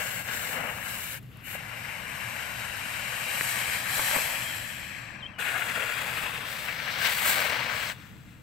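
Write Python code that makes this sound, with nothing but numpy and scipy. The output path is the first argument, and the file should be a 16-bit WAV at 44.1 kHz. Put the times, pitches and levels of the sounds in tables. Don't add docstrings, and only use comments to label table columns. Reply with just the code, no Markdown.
import sys
import numpy as np
from scipy import signal
from scipy.fft import rfft, irfft
from scipy.io import wavfile
from scipy.ndimage import uniform_filter1d

SR = 44100
rng = np.random.default_rng(int(sys.argv[2]) if len(sys.argv) > 2 else 0)


def file_out(sig):
    cols = np.atleast_2d(sig).T
    lim = np.clip(cols, -1, 1)
    pcm = np.round(lim * 32767).astype(np.int16)
    wavfile.write(sys.argv[1], SR, pcm)


N = 371322

# (frequency [Hz], left-right level [dB], coherence [0-1], left lead [rad])
BLUE_PORTS = [(520, 2.5, .77, .3), (900, 6.3, .67, .7), (1300, 11.1, .53, .9), (1600, 14.2, .68, .3),
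              (2400, 11.6, .62, .3), (3300, 6.7, .52, -.5), (4200, 1.6, .6, .2), (5500, 4.4, .4, -.6),
              (7800, 1.2, .35, 1.6), (9600, -2, .15, .7), (12000, 4, .25, -1.8), (15000, -.6, .3, -2.7)]


def gain_of(db):
    return 10 ** (np.asarray(db) / 20)


def evened(x):
    return x / np.sqrt(np.mean(x ** 2) + 1e-20)


def read(rows, hz):
    f, *columns = np.transpose(rows)
    return [np.interp(np.log(hz + 1), np.log(f + 1), c) for c in columns]


def follow(rows, t):
    s, *columns = np.transpose(rows)
    return [np.interp(t, s, c) for c in columns]


def add(mix, s, sound):
    part = mix[round(s * SR):][:len(sound)]
    part += sound[:len(part)]


def wander(t, rate_hz):
    bin_hz = np.arange(5001) / 10
    spectrum = rfft(rng.standard_normal(10000)) / (1 + (bin_hz / rate_hz) ** 2)
    return np.interp(t, np.arange(10000) / 1000, evened(irfft(spectrum)))


def blotches(shape, bins, frames):
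    field = rng.standard_normal(shape)
    field = uniform_filter1d(field, size=max(round(bins), 1), axis=0)
    field = uniform_filter1d(field, size=max(round(frames), 1), axis=1)
    return evened(field)


def bell(x, centre, width):
    return np.exp(-((x - centre) / width) ** 2)


def rumble(same=0.64):
    # (frequency [Hz], relative spectral level [dB])
    spectrum = [(20, -16), (35, -11), (55, -5.5), (85, -2), (125, -1), (190, -2.5), (260, -10.5),
                (340, -10.5), (500, -21.5), (900, -30), (3000, -36), (8000, -49)]
    # (time [s], level change [dB])
    swell = [(0, 0), (2.4, 0), (4.2, 0.5), (5.5, -1), (7.4, 1.5), (8.4, -1)]
    noise_db, hum_hz, hum_db = -49, 119.9, -58
    shaping = gain_of(read(spectrum, np.fft.rfftfreq(N, 1 / SR))[0])
    shared, *own = evened(irfft(rfft(rng.standard_normal((3, N))) * shaping, N))
    t = np.arange(N) / SR
    noise = np.sqrt(same) * shared + np.sqrt(1 - same) * np.array(own)
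    noise = noise * gain_of(noise_db + 0.81 * wander(t, rate_hz=6.2))
    turns = np.cumsum(hum_hz + 6 * wander(t, rate_hz=14.6)) / SR
    hum = np.sqrt(2) * np.sin(2 * np.pi * turns) * gain_of(hum_db + 4.7 * wander(t, rate_hz=11))
    return (noise + hum) * gain_of(follow(swell, t)[0]) * gain_of([[.8], [-.8]])


def bird(scatter_db=-18, scatter_t60=0.17):
    # (time [s], pitch [Hz], rms level ahead of the port gains [dB])
    whistles = [
        [(4.44, 3190, -45), (4.505, 3220, -42.5), (4.52, 3120, -40), (4.53, 3050, -55)],
        [(5.195, 4450, -66), (5.208, 3950, -56), (5.221, 3450, -59), (5.228, 3180, -38), (5.24, 3060, -41),
         (5.254, 3050, -44.5), (5.264, 3200, -35), (5.273, 3230, -50)],
        [(5.272, 2750, -51), (5.283, 2650, -54), (5.31, 2630, -56)],
        [(5.332, 3250, -62), (5.342, 3050, -52), (5.353, 2950, -58), (5.372, 2930, -56), (5.39, 2900, -52)],
    ]
    out = np.zeros(N)
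    for rows in whistles:
        t = np.arange(rows[0][0], rows[-1][0], 1 / SR)
        hz, db = follow(rows, t)
        turns = np.cumsum(hz * (1 + 0.0036 * wander(t, rate_hz=140))) / SR
        tone = np.sqrt(2) * np.sin(2 * np.pi * turns) * gain_of(db + 1.6 * wander(t, rate_hz=190))
        add(out, t[0], tone * signal.windows.tukey(len(t), .1))
    t = np.arange(SR // 4) / SR
    tails = rng.standard_normal((2, len(t))) * np.exp(-np.log(1000) * t / scatter_t60)
    tails = tails / np.linalg.norm(tails[0])
    scatter = signal.fftconvolve(out[None], tails, axes=1)[:, :N]
    return (out + gain_of(scatter_db) * scatter) * gain_of([[3], [-4]])


def pops():
    # (time [s], level ahead of the port gains [dB], pitch [Hz], time to the envelope's peak [s])
    bursts = [(.785, -23, 1440, 0.00036), (1.2297, -38, 11500, .00007), (1.3716, -35, 11500, .00007),
              (1.552, -28, 573, 0.0014), (3.41, -9, 1860, 0.0004), (3.4112, -24, 450, 0.00069),
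              (3.995, -9.5, 1120, 0.00017), (3.9965, -15, 2000, 0.00023), (3.9985, -17, 2300, 0.00025),
              (4.1122, -10, 1900, 0.00013), (4.1447, -15, 2100, 0.0002), (4.1624, -9.5, 1300, 0.00013),
              (4.1648, -26, 400, 0.0005), (4.169, -24, 230, 0.0008), (4.184, -22, 573, 0.0013),
              (4.278, -16, 2000, 0.00013), (5.560, -18.5, 1440, 0.0011), (5.701, -21, 2500, .0005),
              (5.924, -18, 1980, 0.00024), (6.237, -14, 2000, 0.00011), (6.802, -18.5, 2300, 0.00049),
              (7.0528, -14, 2300, 0.0004), (7.062, -16, 2000, 0.00014), (7.080, -14, 1990, 0.00021),
              (7.900, -17, 2000, 0.00012)]
    crack_db, crack_s = -14, 0.0003
    out, t = np.zeros(N), np.arange(SR // 50) / SR
    for s, db, hz, ring in bursts:
        envelope = t / ring * np.exp(1 - t / ring)
        wave = envelope * np.sin(2 * np.pi * hz * t)
        crack = gain_of(crack_db) * np.exp(-t / crack_s) * rng.standard_normal(len(t))
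        add(out, s, gain_of(db) * (wave + crack))
    return out * gain_of([[-1], [-9]])


def turbulence(flutter_db, flutter_hz, sparks_per_s, spark_db):
    size = rng.uniform(-1.16, 1, (2, N))
    sparks = size * (rng.random((2, N)) < sparks_per_s / SR)
    gas = rng.standard_normal((2, N)) + gain_of(spark_db) * sparks
    return evened(gas * gain_of(flutter_db * wander(np.arange(N) / SR, flutter_hz)))


def showers(t):
    # (start [s], rise [s], hold [s], fall [s], fizz level ahead of the burn's trim [dB])
    spark_showers = [(-.02, 0.028, 0.17, 0.056, -43.5), (0.286, 0.047, 0.21, .05, -41.5),
                     (0.796, 0.089, 0.27, 0.043, -42.5), (1.19, .02, 0.12, .05, -65),
                     (1.425, 0.065, 0.06, .025, -45.5), (3.19, 0.24, .05, 0.23, -39),
                     (3.855, 0.1, 0.19, 0.4, -36), (4.3, 0.11, 0.14, 0.43, -44),
                     (5.385, .015, 0.84, 0.17, -46), (6.457, 0.036, 0.24, 0.074, -51),
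                     (6.958, 0.11, 0.057, .2, -35.5), (7.151, .14, .005, 0.064, -28.5),
                     (7.245, 0.038, 0.017, 0.29, -33), (7.678, 0.065, 0.14, 0.079, -45),
                     (8.152, 0.15, .03, .1, -70)]
    power = 0
    for s, rise, hold, fall, db in spark_showers:
        envelope = np.interp(t, np.cumsum([s, rise, hold, fall]), [0, 1, 1, 0])
        power = power + (gain_of(db) * envelope) ** 2
    return power


def burning(strength, law, unsteady_db, runs_out=False):
    # (time [s], half length at 1/e [s], roar change [dB], rush change [dB])
    level_bumps = [(0.014, 0.021, 4, 3), (0.156, 0.036, -2, -1.5), (0.237, 0.028, -5.5, -5),
                   (0.611, 0.13, 7.5, 2.5), (0.694, 0.011, 5, 5), (0.746, 0.059, -0.5, -3),
                   (1.15, .015, 4, 3), (1.38, .05, 6, 3), (1.55, 0.011, 3, 3.5), (1.73, 0.018, 3, 2.5),
                   (3.755, 0.13, -2.5, -1), (3.985, 0.022, 4.5, 0.5), (4.16, 0.034, 6.5, 2),
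                   (4.918, 0.34, -4, 0), (5.555, 0.027, 6, 2), (5.623, 0.0067, 6, 7),
                   (5.665, 0.019, 0.5, -4), (5.473, .03, 0.5, 2.5), (5.69, .012, 4, 3), (5.73, .014, 1, -1),
                   (5.778, 0.013, 6.5, 1.5), (5.822, 0.023, 4.5, 4.5), (5.916, 0.011, -1, 3.5),
                   (6.08, .018, 2, 1), (6.265, 0.019, 3.5, 1.5), (6.315, 0.017, 0, -2.5),
                   (6.396, 0.013, 0, -3), (6.438, 0.025, 5, 1), (6.7, 0.029, 3, 7.5),
                   (6.885, 0.016, 4.5, 5.5), (6.926, 0.012, -2, -6), (7.19, .025, -0.5, 2.5),
                   (7.257, 0.047, 3, 2.5), (7.525, 0.3, 6, 2.5)]
    usual_db, shower_edge_db = -37, -9
    spent_s, spent_db_per_s = 4.88, (0, 4, 10, 27)
    t = np.arange(0, N, 128) / SR
    rush = follow(strength, t)[0] + unsteady_db * wander(t, rate_hz=3.1)
    roar, edge, fizz = [usual_db + db + growth * (rush - usual_db) for db, growth in law]
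    for s, half_length, roar_db, rush_db in level_bumps:
        bump = bell(t, s, half_length)
        roar = roar + roar_db * bump
        rush = rush + rush_db * bump
    spark_power = showers(t)
    edge = 10 * np.log10(gain_of(edge) ** 2 + gain_of(shower_edge_db) ** 2 * spark_power)
    fizz = 10 * np.log10(gain_of(fizz) ** 2 + spark_power)
    spent_db = runs_out * np.outer(spent_db_per_s, np.maximum(t - spent_s, 0))
    return np.transpose([t, *(np.array([roar, rush, edge, fizz]) - spent_db)])


def jet(drive, burn, colour, ports, notch_db, treble_dip_db, ripple_db, level_db, slide=1):
    # (lower limit [Hz], upper limit [Hz])
    registers = [(420, 1200), (1450, 2750), (3600, 6000), (7000, 15500)]
    # (time [s], frequency [Hz])
    notch = [(0, 5960), (2.4, 6030), (3.2, 6180), (4.0, 6400), (4.9, 6430), (5.35, 6300), (5.4, 5700),
             (5.9, 5850), (6.3, 5970), (6.9, 6960), (7.9, 6850)]
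    # (time [s], frequency [Hz], level [dB])
    scoop = [(3.3, 2750, 6), (3.8, 2960, 0), (4.8, 3020, 0), (5.35, 2940, -12), (5.4, 3060, -7)]
    # (time [s], extra left lead [s], beamed treble near 12 kHz [dB])
    turning = [(0, 9e-6, -2.5), (1.5, -9e-6, 4), (1.6, 13e-6, 1.5), (3.2, 3e-6, -3), (4.8, -13e-6, -3.5),
               (5.4, 2e-6, -7), (6.3, -8e-6, -5.5), (6.8, -12e-6, -2.5), (7.3, 25e-6, -2), (7.7, -5e-6, -8)]
    # (time [s], frequency [Hz], level [dB])
    vent = [(0, 7850, 4.5), (1.0, 7900, 5), (1.3, 8040, 0), (1.6, 8050, 4.5), (3.4, 8450, 2.5),
            (3.9, 8100, 1.5), (4.3, 7750, 1.5), (4.9, 7660, 9), (5.3, 7550, 17), (5.4, 8260, 4.5),
            (7.5, 7770, -1), (7.9, 7900, 2), (8.4, 7900, 2.5)]
    usual_notch_hz, slide_top_hz, eddy_db = 6000, 7500, 0.95
    hz, t, (a, b) = signal.stft(drive, SR, nperseg=512, noverlap=384)
    f = hz[:, None]
    vent_hz, vent_db = follow(vent, t)
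    lag_s, beam_db = follow(turning, t)
    notch_hz = follow(notch, t)[0]
    scoop_hz, scoop_db = follow(scoop, t)
    dips_db = notch_db * bell(f, notch_hz, 250) + scoop_db * bell(f, scoop_hz, 100)
    dips_db = dips_db + treble_dip_db * bell(f, 9680, 870)
    stretch = 1 + slide * (notch_hz / usual_notch_hz - 1) / (1 + (f / slide_top_hz) ** 10)
    peaks_db = vent_db * bell(f, vent_hz, 520) + beam_db * bell(f, 12000, 3600)
    shape = gain_of(read(colour, f / stretch)[0] + dips_db + peaks_db)
    field_db = eddy_db * blotches(a.shape, bins=7, frames=6)
    field_db = field_db + ripple_db * blotches(a.shape, bins=1, frames=119)
    for own, (lo, hi), register_db in zip(np.eye(len(registers)), registers, follow(burn, t)):
        power = (shape[(hz > lo) & (hz < hi)] ** 2).sum(0) / len(hz)
        blend = np.interp(f, np.ravel(registers), np.repeat(own, 2))
        field_db = field_db + blend * (register_db - 10 * np.log10(power))
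    balance_db, same, lead = read(ports, f)
    lead = lead + 2 * np.pi * f * lag_s
    right_gain = gain_of(-balance_db)
    right = right_gain * (same * a * np.exp(-1j * lead) + np.sqrt(1 - same ** 2) * b)
    centre = np.sqrt(1 + right_gain ** 2 + 2 * right_gain * same * np.cos(lead)) / 2
    z = np.array([a, right]) / centre * shape * gain_of(field_db + level_db)
    z *= f ** 2 / (f ** 2 + 170 ** 2)
    return signal.istft(z, SR, nperseg=512, noverlap=384)[1][:, :N]


def embers_hiss():
    # (time [s], level [dB])
    strength = [(1.2, -59), (1.29, -61.5), (1.36, -55.5), (1.44, -53), (7.95, -50.5), (8.03, -52),
                (8.15, -57), (8.42, -58.5)]
    # (level against the rush [dB], growth [dB/dB])
    law = [(-4.5, 1.15), (-7, 1.08), (-13, 0.71)]
    # (frequency [Hz], relative spectral level [dB])
    colour = [(200, -7), (800, -3.5), (1300, 0.5), (2500, -1), (3300, -3.5), (4000, -5.5), (5000, -12),
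              (7900, -12), (12000, -9), (15600, -14)]
    drive = turbulence(flutter_db=0.4, flutter_hz=60, sparks_per_s=250, spark_db=18)
    return jet(drive, burning(strength, law, unsteady_db=1.1), colour, BLUE_PORTS,
               notch_db=-7, treble_dip_db=-16, ripple_db=0.5, level_db=-5.0, slide=0)


def fuse_fizz():
    # (time [s], level [dB])
    strength = [(0.0, -37), (0.258, -38.5), (0.284, -36.5), (0.546, -37.5), (0.8, -38.5), (0.95, -39),
                (1.162, -44), (1.2, -55), (1.42, -51), (1.48, -42), (1.57, -39.5)]
    # (level against the rush [dB], growth [dB/dB])
    law = [(-7.5, 1.37), (-13, 3), (-9, 0.9)]
    # (frequency [Hz], relative spectral level [dB])
    colour = [(200, 3), (370, -9), (520, 1), (1000, -1), (1250, -2), (1620, 5), (1900, 0.5), (2270, 5),
              (2550, -1.5), (2950, -1.5), (3350, -17.5), (4200, -18), (5000, -23), (6000, -17),
              (7900, -17.5), (12000, -12.5), (15600, -18)]
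    # (frequency [Hz], left-right level [dB], coherence [0-1], left lead [rad])
    ports = [(520, 4.4, .74, .3), (900, 7.9, .69, 1), (1300, 16, .38, 1.5), (1600, 14.6, .73, .6),
             (2400, 10.6, .61, .6), (3300, 3.1, .2, -2), (4200, 3.9, .35, -4.8), (5500, 6.8, .25, -4.2),
             (7800, 4, .65, -3), (9600, -10, .1, -3.9), (12000, 9.2, .45, -6.1), (15000, 2.8, .3, -5.9)]
    drive = turbulence(flutter_db=0.6, flutter_hz=30, sparks_per_s=1400, spark_db=12)
    return jet(drive, burning(strength, law, unsteady_db=0.4), colour, ports,
               notch_db=-12, treble_dip_db=-10.0, ripple_db=1.5, level_db=-1.25)


def green_jet():
    # (time [s], level [dB])
    swell = [(1.6, -42.5), (1.85, -40.5), (2.368, -38.5), (3.156, -36), (3.38, -35)]
    full_burn = [(3.5, -33), (3.66, -34.5), (3.75, -33), (3.83, -35), (3.96, -32), (4.15, -32), (4.45, -37),
                 (4.9, -41), (5.08, -41.5), (5.26, -46), (5.37, -49.5)]
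    # (level against the rush [dB], growth [dB/dB])
    law = [(-8.5, 0.84), (-11.5, 1.51), (-8.5, 1.75)]
    # (frequency [Hz], relative spectral level [dB])
    colour = [(200, -8.5), (380, -17.5), (500, -4.5), (800, -5.5), (1000, -4.5), (1330, -6), (1570, 2.5),
              (1930, -1), (2270, 2), (2600, -4.5), (2980, -3.5), (3200, -8), (3450, -14.5), (3700, -7),
              (4300, -12), (4900, -13.5), (6200, -11), (7900, -6), (12000, -4.5), (14000, -8.5),
              (15600, -20)]
    # (frequency [Hz], left-right level [dB], coherence [0-1], left lead [rad])
    ports = [(520, 3.7, .71, .3), (900, 6.5, .63, 1), (1300, 13.6, .32, 1.7), (1600, 14.6, .72, .5),
             (2400, 10.3, .68, .3), (3300, 8.8, .4, -.6), (4200, .4, .38, 1), (5500, .3, .3, .3),
             (7800, 2.8, .7, 2.5), (9600, -6.2, .15, .9), (12000, 8.9, .45, -.8), (15000, .9, .4, -2.5)]
    drive = turbulence(flutter_db=0.38, flutter_hz=40, sparks_per_s=1200, spark_db=10.5)
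    burn = burning(swell + full_burn, law, unsteady_db=0.44, runs_out=True)
    return jet(drive, burn, colour, ports,
               notch_db=-7.0, treble_dip_db=-10.5, ripple_db=1.37, level_db=-1)


def blue_sputter(drive):
    # (time [s], level [dB])
    strength = [(5.41, -34.5), (5.83, -35.5), (6.27, -34.5), (6.6, -44.5)]
    # (level against the rush [dB], growth [dB/dB])
    law = [(-8, 0.88), (-11.5, 0.25), (-12, 0.24)]
    # (frequency [Hz], relative spectral level [dB])
    colour = [(200, -7), (370, -9.5), (500, -4.5), (1200, -5), (1380, -2.5), (1680, 0), (1900, -2),
              (2400, -2.5), (2980, -2), (3250, -6), (3750, -11), (4200, -13), (6200, -21.5), (7900, -19),
              (12000, -14.5), (15600, -24)]
    return jet(drive, burning(strength, law, unsteady_db=0.5), colour, BLUE_PORTS,
               notch_db=-2, treble_dip_db=-6.5, ripple_db=2.5, level_db=-1.12)


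def blue_flare(drive):
    # (time [s], level [dB])
    strength = [(6.68, -38.5), (6.742, -37), (7.0, -32), (7.043, -28.5), (7.051, -22.5), (7.085, -26.5),
                (7.115, -30), (7.18, -33.5), (7.28, -30), (7.736, -33), (7.91, -35.5), (7.945, -47)]
    # (level against the rush [dB], growth [dB/dB])
    law = [(-8, 0.79), (-8, 1.21), (-13.5, 0.79)]
    # (frequency [Hz], relative spectral level [dB])
    colour = [(200, -7.5), (370, -13.5), (520, -4), (1000, -4), (1350, -3.5), (1600, 3), (1850, -0.5),
              (2250, 2.5), (2550, -4), (3050, -1), (3480, -12), (4200, -10.5), (5200, -17.5), (6200, -19.5),
              (7900, -11.5), (12000, -12.5), (15600, -13.5)]
    return jet(drive, burning(strength, law, unsteady_db=-0.5), colour, BLUE_PORTS,
               notch_db=-2, treble_dip_db=-11.5, ripple_db=0.5, level_db=-2.0, slide=0)


def burns():
    fuse, green = fuse_fizz(), green_jet()
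    sputter = turbulence(flutter_db=0.95, flutter_hz=60, sparks_per_s=1000, spark_db=11.5)
    blue, flare = blue_sputter(sputter), blue_flare(sputter)
    embers = embers_hiss()
    t = np.arange(N) / SR
    caught = np.interp(t, [1.555, 1.58], [0, 1])
    second = np.interp(t, [5.384, 5.394], [0, 1])
    flaring = np.interp(t, [6.45, 6.7], [0, 1])
    shares = [1 - caught, caught * (1 - second), second * (1 - flaring), flaring]
    alight = sum(np.sqrt(share) * stage for share, stage in zip(shares, [fuse, green, blue, flare]))
    stalled = np.interp(t, [1.18, 1.2, 1.4, 1.46, 7.925, 7.95], [0, 1, 1, 0, 0, 1])
    return np.sqrt(1 - stalled) * alight + np.sqrt(stalled) * embers


def scene():
    return rumble() + bird() + pops() + burns()


def record(dry):
    # (time [s], frequency [Hz])
    hollow = [(0, 360), (3.0, 365), (4.3, 385), (4.8, 410), (5.3, 410), (5.45, 350), (8.4, 375)]
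    hollow_width_hz, hollow_db, edge_hz = 45, -8.5, 15750
    hz, t, z = signal.stft(dry, SR, nperseg=4096, noverlap=3072)
    z = z * gain_of(hollow_db * bell(hz[:, None], follow(hollow, t)[0], hollow_width_hz))
    heard = signal.istft(z, SR, nperseg=4096, noverlap=3072)[1][:, :N]
    low_pass = signal.firwin(511, edge_hz, window=("kaiser", 9), fs=SR)
    return signal.oaconvolve(heard, low_pass[None], "same")


dry = scene()
out = record(dry)
file_out(out)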